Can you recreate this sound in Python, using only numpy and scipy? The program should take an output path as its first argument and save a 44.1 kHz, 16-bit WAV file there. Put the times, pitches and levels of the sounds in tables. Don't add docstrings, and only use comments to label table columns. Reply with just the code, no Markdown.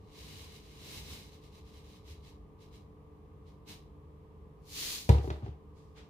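import sys
import numpy as np
from scipy import signal
from scipy.fft import rfft, irfft, next_fast_len
from scipy.io import wavfile
from scipy.ndimage import map_coordinates

SR = 44100
rng = np.random.default_rng(int(sys.argv[2]) if len(sys.argv) > 2 else 0)


def digitize_waveform(pressure):
    field = np.atleast_2d(pressure).T
    bounded = np.clip(field, -1, 1)
    quanta = np.round(bounded * 32767).astype(np.int16)
    wavfile.write(sys.argv[1], SR, quanta)


N = 268657

# (frequency [Hz], left-right likeness [-1 to 1])
STEREO_LIKENESS = [(60, 0.99), (120, 0.95), (200, 0.6), (380, 0.58), (700, 0.33), (1300, -0.068),
                   (2400, 0.019), (15000, -0.082)]
# (frequency [Hz], rms level [dB])
FRIDGE_TONES = [(75.4, -63.5), (150.7, -64.5), (199.2, -70), (242.2, -80), (296.1, -68), (414.5, -71.5),
                (441.4, -66.5), (489.9, -78)]
# (frequency [Hz], relative level [dB])
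RUMBLE_COLOUR = [(20, -21), (35, -12), (50, 0), (72, 2), (95, 0), (120, -9), (150, -7), (200, -10),
                 (260, -17), (295, -11), (340, -17), (430, -12.5), (520, -17), (620, -29), (900, -55)]
AIR_COLOUR = [(500, -6.5), (650, -5), (800, -3), (1050, 0), (1200, -0.5), (1350, -16.5), (2100, -17.5),
              (3200, -22), (5000, -30.5), (8000, -36.5), (15500, -37)]
# (time [s], level [dB])
STREAM_ENVELOPE = [(0.05, -79), (0.188, -58), (0.428, -56.5), (0.492, -62), (0.564, -59), (0.62, -66.5),
                   (0.762, -63), (0.888, -54), (0.978, -51), (1.038, -57), (1.138, -52), (1.3, -65.5)]
# (time of full flow [s], level [dB], rise [s], hold [s])
SHAKE_CUES = [(1.339, -65, .02, 0.014), (1.445, -66.5, 0.02, 0.018), (1.56, -66, 0.031, 0.027),
              (1.682, -68, 0.023, .02), (1.758, -65.5, .028, 0.034), (1.883, -66.5, 0.039, 0.087),
              (2.109, -60.5, 0.036, .01), (2.269, -64.5, 0.028, 0.021), (2.627, -67, .02, .008),
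              (2.749, -65.5, 0.02, 0.01), (3.487, -72.5, 0.019, .008), (3.699, -54.5, 0.017, 0.023)]
# (frequency [Hz], relative level [dB])
SLIDE_EQ = [(100, -12), (200, -10), (400, -3), (650, -9), (1000, -3.5), (1400, -12), (2100, -4.5),
            (3000, -1.5), (4200, -2.5), (6500, -6), (7900, -10.5), (8700, -9.5), (15500, -14)]
WALL_COLOUR = [(25, -25), (50, -10), (70, 8.5), (110, -6.5), (200, -6.5), (330, -12), (600, -25),
               (1200, -32)]
# (frequency [Hz], width [Hz], level against the hiss [dB])
BOTTLE_RESONANCES = [(1640, 33, -11.5), (2158, 34, 3), (2930, 170, -10.5), (4060, 150, -17),
                     (3930, 210, -1), (4970, 48, -7), (5340, 83, -13), (8800, 270, -25)]
# (time of full flow [s], level [dB], rise [s], hold [s])
FALL_CUES = [(4.832, -41, 0.067, 0.12), (5.245, -65.5, 0.025, .04)]
# (frequency [Hz], relative level [dB])
FALL_EQ = [(300, -12.5), (700, -21), (1100, -14), (1400, -18), (1900, -12), (2500, -8), (3400, -5.5),
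           (4300, -2), (5500, -6.5), (6800, -6.5), (8000, -12.5), (10500, -11.5), (15500, -14.5)]
# (time [s], thud gain [dB], knock gain [dB], click gain [dB])
CONTACT_CUES = [ (5.091, -11.7, -19.3, -22), (5.147, -27, -30.5, -44), (5.183, -30.5, -33, -39),
                (5.242, -35, -35, -50), (5.276, -34.5, -33.5, -47), (5.3025, -33, -32, -34.5),
                (5.424, -39.5, -41.5, -60), (5.433, -32, -46, -66), (5.463, -54, -39.5, -58),
                (5.48, -36, -53, -56)]
# (frequency [Hz], level [dB], t60 [s])
WORKTOP_MODES = [(71, -1.5, .45), (110, 2.5, .15), (149, -7, .25), (195, -5, .06)]
KNOCK_MODES = [(325, -3, 0.214), (333, -3, 0.09), (384, -0.5, 0.17), (454, -5, 0.11), (498, -6.5, 0.13),
               (527, -12.5, 0.1), (620, 0, 0.033), (727, -13, 0.058), (740, -4.5, 0.081),
               (793, -7.5, 0.093), (819, -1, 0.083), (900, -10, 0.057), (950, -8, 0.064), (1040, -25, 0.17),
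               (1185, -6, 0.031)]
# (frequency [Hz], relative level [dB])
CLICK_EQ = [(150, -4), (450, 5), (850, 5), (1400, -2), (1950, 0), (2600, -3.5), (3800, -1), (5500, -8.5),
            (8000, -13.5), (15000, -17)]
# (frequency [Hz], t60 [s])
KITCHEN_DECAY = [(80, .3), (300, .38), (1000, .38), (4000, .38), (12000, .32)]
# (time [s], level [dB], rise [s], fall [s], strongest
# frequency [Hz])
SLEEVE_CUES = [(5.465, -63, .025, 0.05, 2940), (5.785, -71, 0.021, 0.11, 4900),
               (5.985, -57, 0.017, 0.052, 3200)]

SLIDE_STOP_DB_PER_S, FALL_STOP_DB_PER_S = 187, 133.5
DAMPED_RING = 0.62
SOFT_CLICK_HZ, HARD_CLICK_HZ, HARDENING = 3500, 12500, 1.4
TOP_HZ = 15550


def amp(db):
    return 10 ** (np.asarray(db) / 20)


def unit(x):
    return x / np.sqrt(np.mean(x ** 2) + 1e-20)


def along(points, hz):
    frequencies, values = np.transpose(points)
    return np.interp(np.log(hz + 1), np.log(frequencies + 1), values)


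def clock():
    return np.arange(N) / SR


def wobble(rate):
    return map_coordinates(rng.standard_normal(int(N * rate / SR) + 4), [clock() * rate])


def filtered(x, response):
    size = next_fast_len(x.shape[-1] + SR // 4)
    return irfft(rfft(x, size) * response(np.fft.rfftfreq(size, 1 / SR)), size)[..., :x.shape[-1]]


def diffuse(pair):
    width = lambda hz: np.arccos(np.clip(along(STEREO_LIKENESS, hz), -1, 1)) / 2
    mid, side = filtered(pair, lambda hz: np.array([np.cos(width(hz)), np.sin(width(hz))]))
    return np.array([mid + side, mid - side])


def noise(colour):
    return unit(diffuse(filtered(rng.standard_normal((2, N)), lambda hz: amp(along(colour, hz)))))


def fridge():
    return sum(amp(db + .6 * wobble(3)) * np.sqrt(2) * np.sin(2 * np.pi * hz * clock() + .35 * wobble(5))
               for hz, db in FRIDGE_TONES)


def room_tone():
    return amp(-55.3) * noise(RUMBLE_COLOUR) + amp(-66.5) * noise(AIR_COLOUR)


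def stream():
    times, levels = np.transpose(STREAM_ENVELOPE)
    run_out_db = SLIDE_STOP_DB_PER_S * np.maximum(clock() - times[-1], 0)
    return amp(np.interp(clock(), times, levels) - run_out_db)


def surge(at, db, rise, hold, stop_db_per_s):
    t = clock() - at
    attack = np.exp(-(np.minimum(t, 0) / rise) ** 2 / 2)
    return attack * amp(db - stop_db_per_s * np.maximum(t - hold, 0))


def together(gains):
    return np.sqrt(np.sum(np.square(gains), axis=0))


def grains(flow, per_second, spread_db):
    chance = np.clip(per_second / SR * np.sqrt(np.abs(flow) / flow.max()), .02, 1)
    sizes = unit(rng.standard_normal((2, N)) * amp(spread_db * rng.standard_normal((2, N))))
    return sizes * (rng.random((2, N)) < chance) / np.sqrt(chance)


def bottle_air(hz):
    return 1 + sum(amp(db) * 1j * hz * width / (centre ** 2 - hz ** 2 + 1j * hz * width)
                   for centre, width, db in BOTTLE_RESONANCES)


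def sliding_salt():
    flow = together([stream()] + [surge(*shake, SLIDE_STOP_DB_PER_S) for shake in SHAKE_CUES])
    impacts = grains(flow, per_second=25000, spread_db=2)
    hiss = unit(diffuse(filtered(impacts, lambda hz: amp(along(SLIDE_EQ, hz)) * bottle_air(hz))))
    dull = filtered(hiss, lambda hz: 1 / (1 + (hz / 7000) ** 4))
    brightness = (np.abs(flow) / flow.max()) ** 0.39
    scrape = amp(4.0 + 0.19 * wobble(45.26)) * (dull + brightness * (hiss - dull))
    drumming = amp(3) * noise(WALL_COLOUR)
    return flow * (scrape + drumming)


def falling_salt():
    flow = together([surge(*fall, FALL_STOP_DB_PER_S) for fall in FALL_CUES])
    impacts = grains(flow, per_second=30000, spread_db=2)
    hiss = unit(diffuse(filtered(impacts, lambda hz: amp(along(FALL_EQ, hz)))))
    return amp(3.5 + 0.26 * wobble(54)) * flow * hiss


def ring(modes, t, ring_share, scatter_db):
    out = np.zeros_like(t)
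    for k, (hz, db, t60) in enumerate(modes):
        envelope = amp(db + scatter_db * rng.standard_normal() - 60 * t / (t60 * ring_share))
        out += (-1) ** k * envelope * np.sin(2 * np.pi * hz * t)
    return out


def kitchen_reverb():
    hz, t, spectrum = signal.stft(rng.standard_normal((2, SR)), SR, nperseg=256)
    decay = amp(-60 * t / along(KITCHEN_DECAY, hz)[:, None])
    tail = signal.istft(spectrum * decay, SR, nperseg=256)[1]
    tail = np.pad(diffuse(tail), ((0, 0), (SR // 300, 0)))[:, :SR]
    return tail / np.linalg.norm(tail[0])


def from_left(x):
    return np.array([x, np.pad(x, (SR // 2800, 0))[:SR]])


def plastic_click(t, db):
    hardest_db = CONTACT_CUES[0][3]
    cutoff_hz = SOFT_CLICK_HZ + (HARD_CLICK_HZ - SOFT_CLICK_HZ) * amp(db - hardest_db) ** HARDENING
    crack = rng.standard_normal(SR) * amp(-60 * t / 0.019) * (1 - np.exp(-t / 0.0013))
    tail = amp(-2.5) * np.linalg.norm(crack) * kitchen_reverb()
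    tone = lambda hz: amp(along(CLICK_EQ, hz)) / np.sqrt(1 + (hz / cutoff_hz) ** 4)
    return amp(db + 10.5) * filtered(from_left(crack) + tail, tone)


def bottle_on_worktop():
    out, t = np.zeros((2, N + SR)), np.arange(SR) / SR
    low_cut = signal.butter(4, 36, "highpass", fs=SR, output="sos")
    landing = CONTACT_CUES[0][0]
    for at, thud_db, knock_db, click_db in CONTACT_CUES:
        ring_share = DAMPED_RING if at > landing else 1
        thud = amp(thud_db) * signal.sosfilt(low_cut, ring(WORKTOP_MODES, t, ring_share, scatter_db=.3))
        knock = amp(knock_db - 6.5) * ring(KNOCK_MODES, t, ring_share, scatter_db=4.0)
        direct = from_left(thud + knock) * amp([[.4], [-.4]])
        send = amp(-5) * knock + amp(-20) * thud
        reverb = signal.fftconvolve(send[None], kitchen_reverb(), axes=1)[:, :SR]
        start = round(at * SR)
        out[:, start:start + SR] += direct + reverb + plastic_click(t, click_db)
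    return out[:, :N]


def sleeve():
    out = np.zeros((2, N))
    for at, db, rise, fall, hz in SLEEVE_CUES:
        t = clock() - at
        stroke = np.exp(-(np.minimum(t, 0) / rise) ** 2 / 2 - np.maximum(t, 0) / fall)
        cloth = noise([(hz / 6, -3), (hz / 2, -2), (hz, 0), (hz * 2, -11), (hz * 3.6, -26)])
        out += amp(db) * stroke * cloth
    return out


def scene():
    return sliding_salt() + falling_salt() + bottle_on_worktop() + sleeve() + fridge() + room_tone()


def record(dry):
    return filtered(dry, lambda hz: 1 / (1 + (hz / TOP_HZ) ** 200))


dry = scene()
out = record(dry)
digitize_waveform(out)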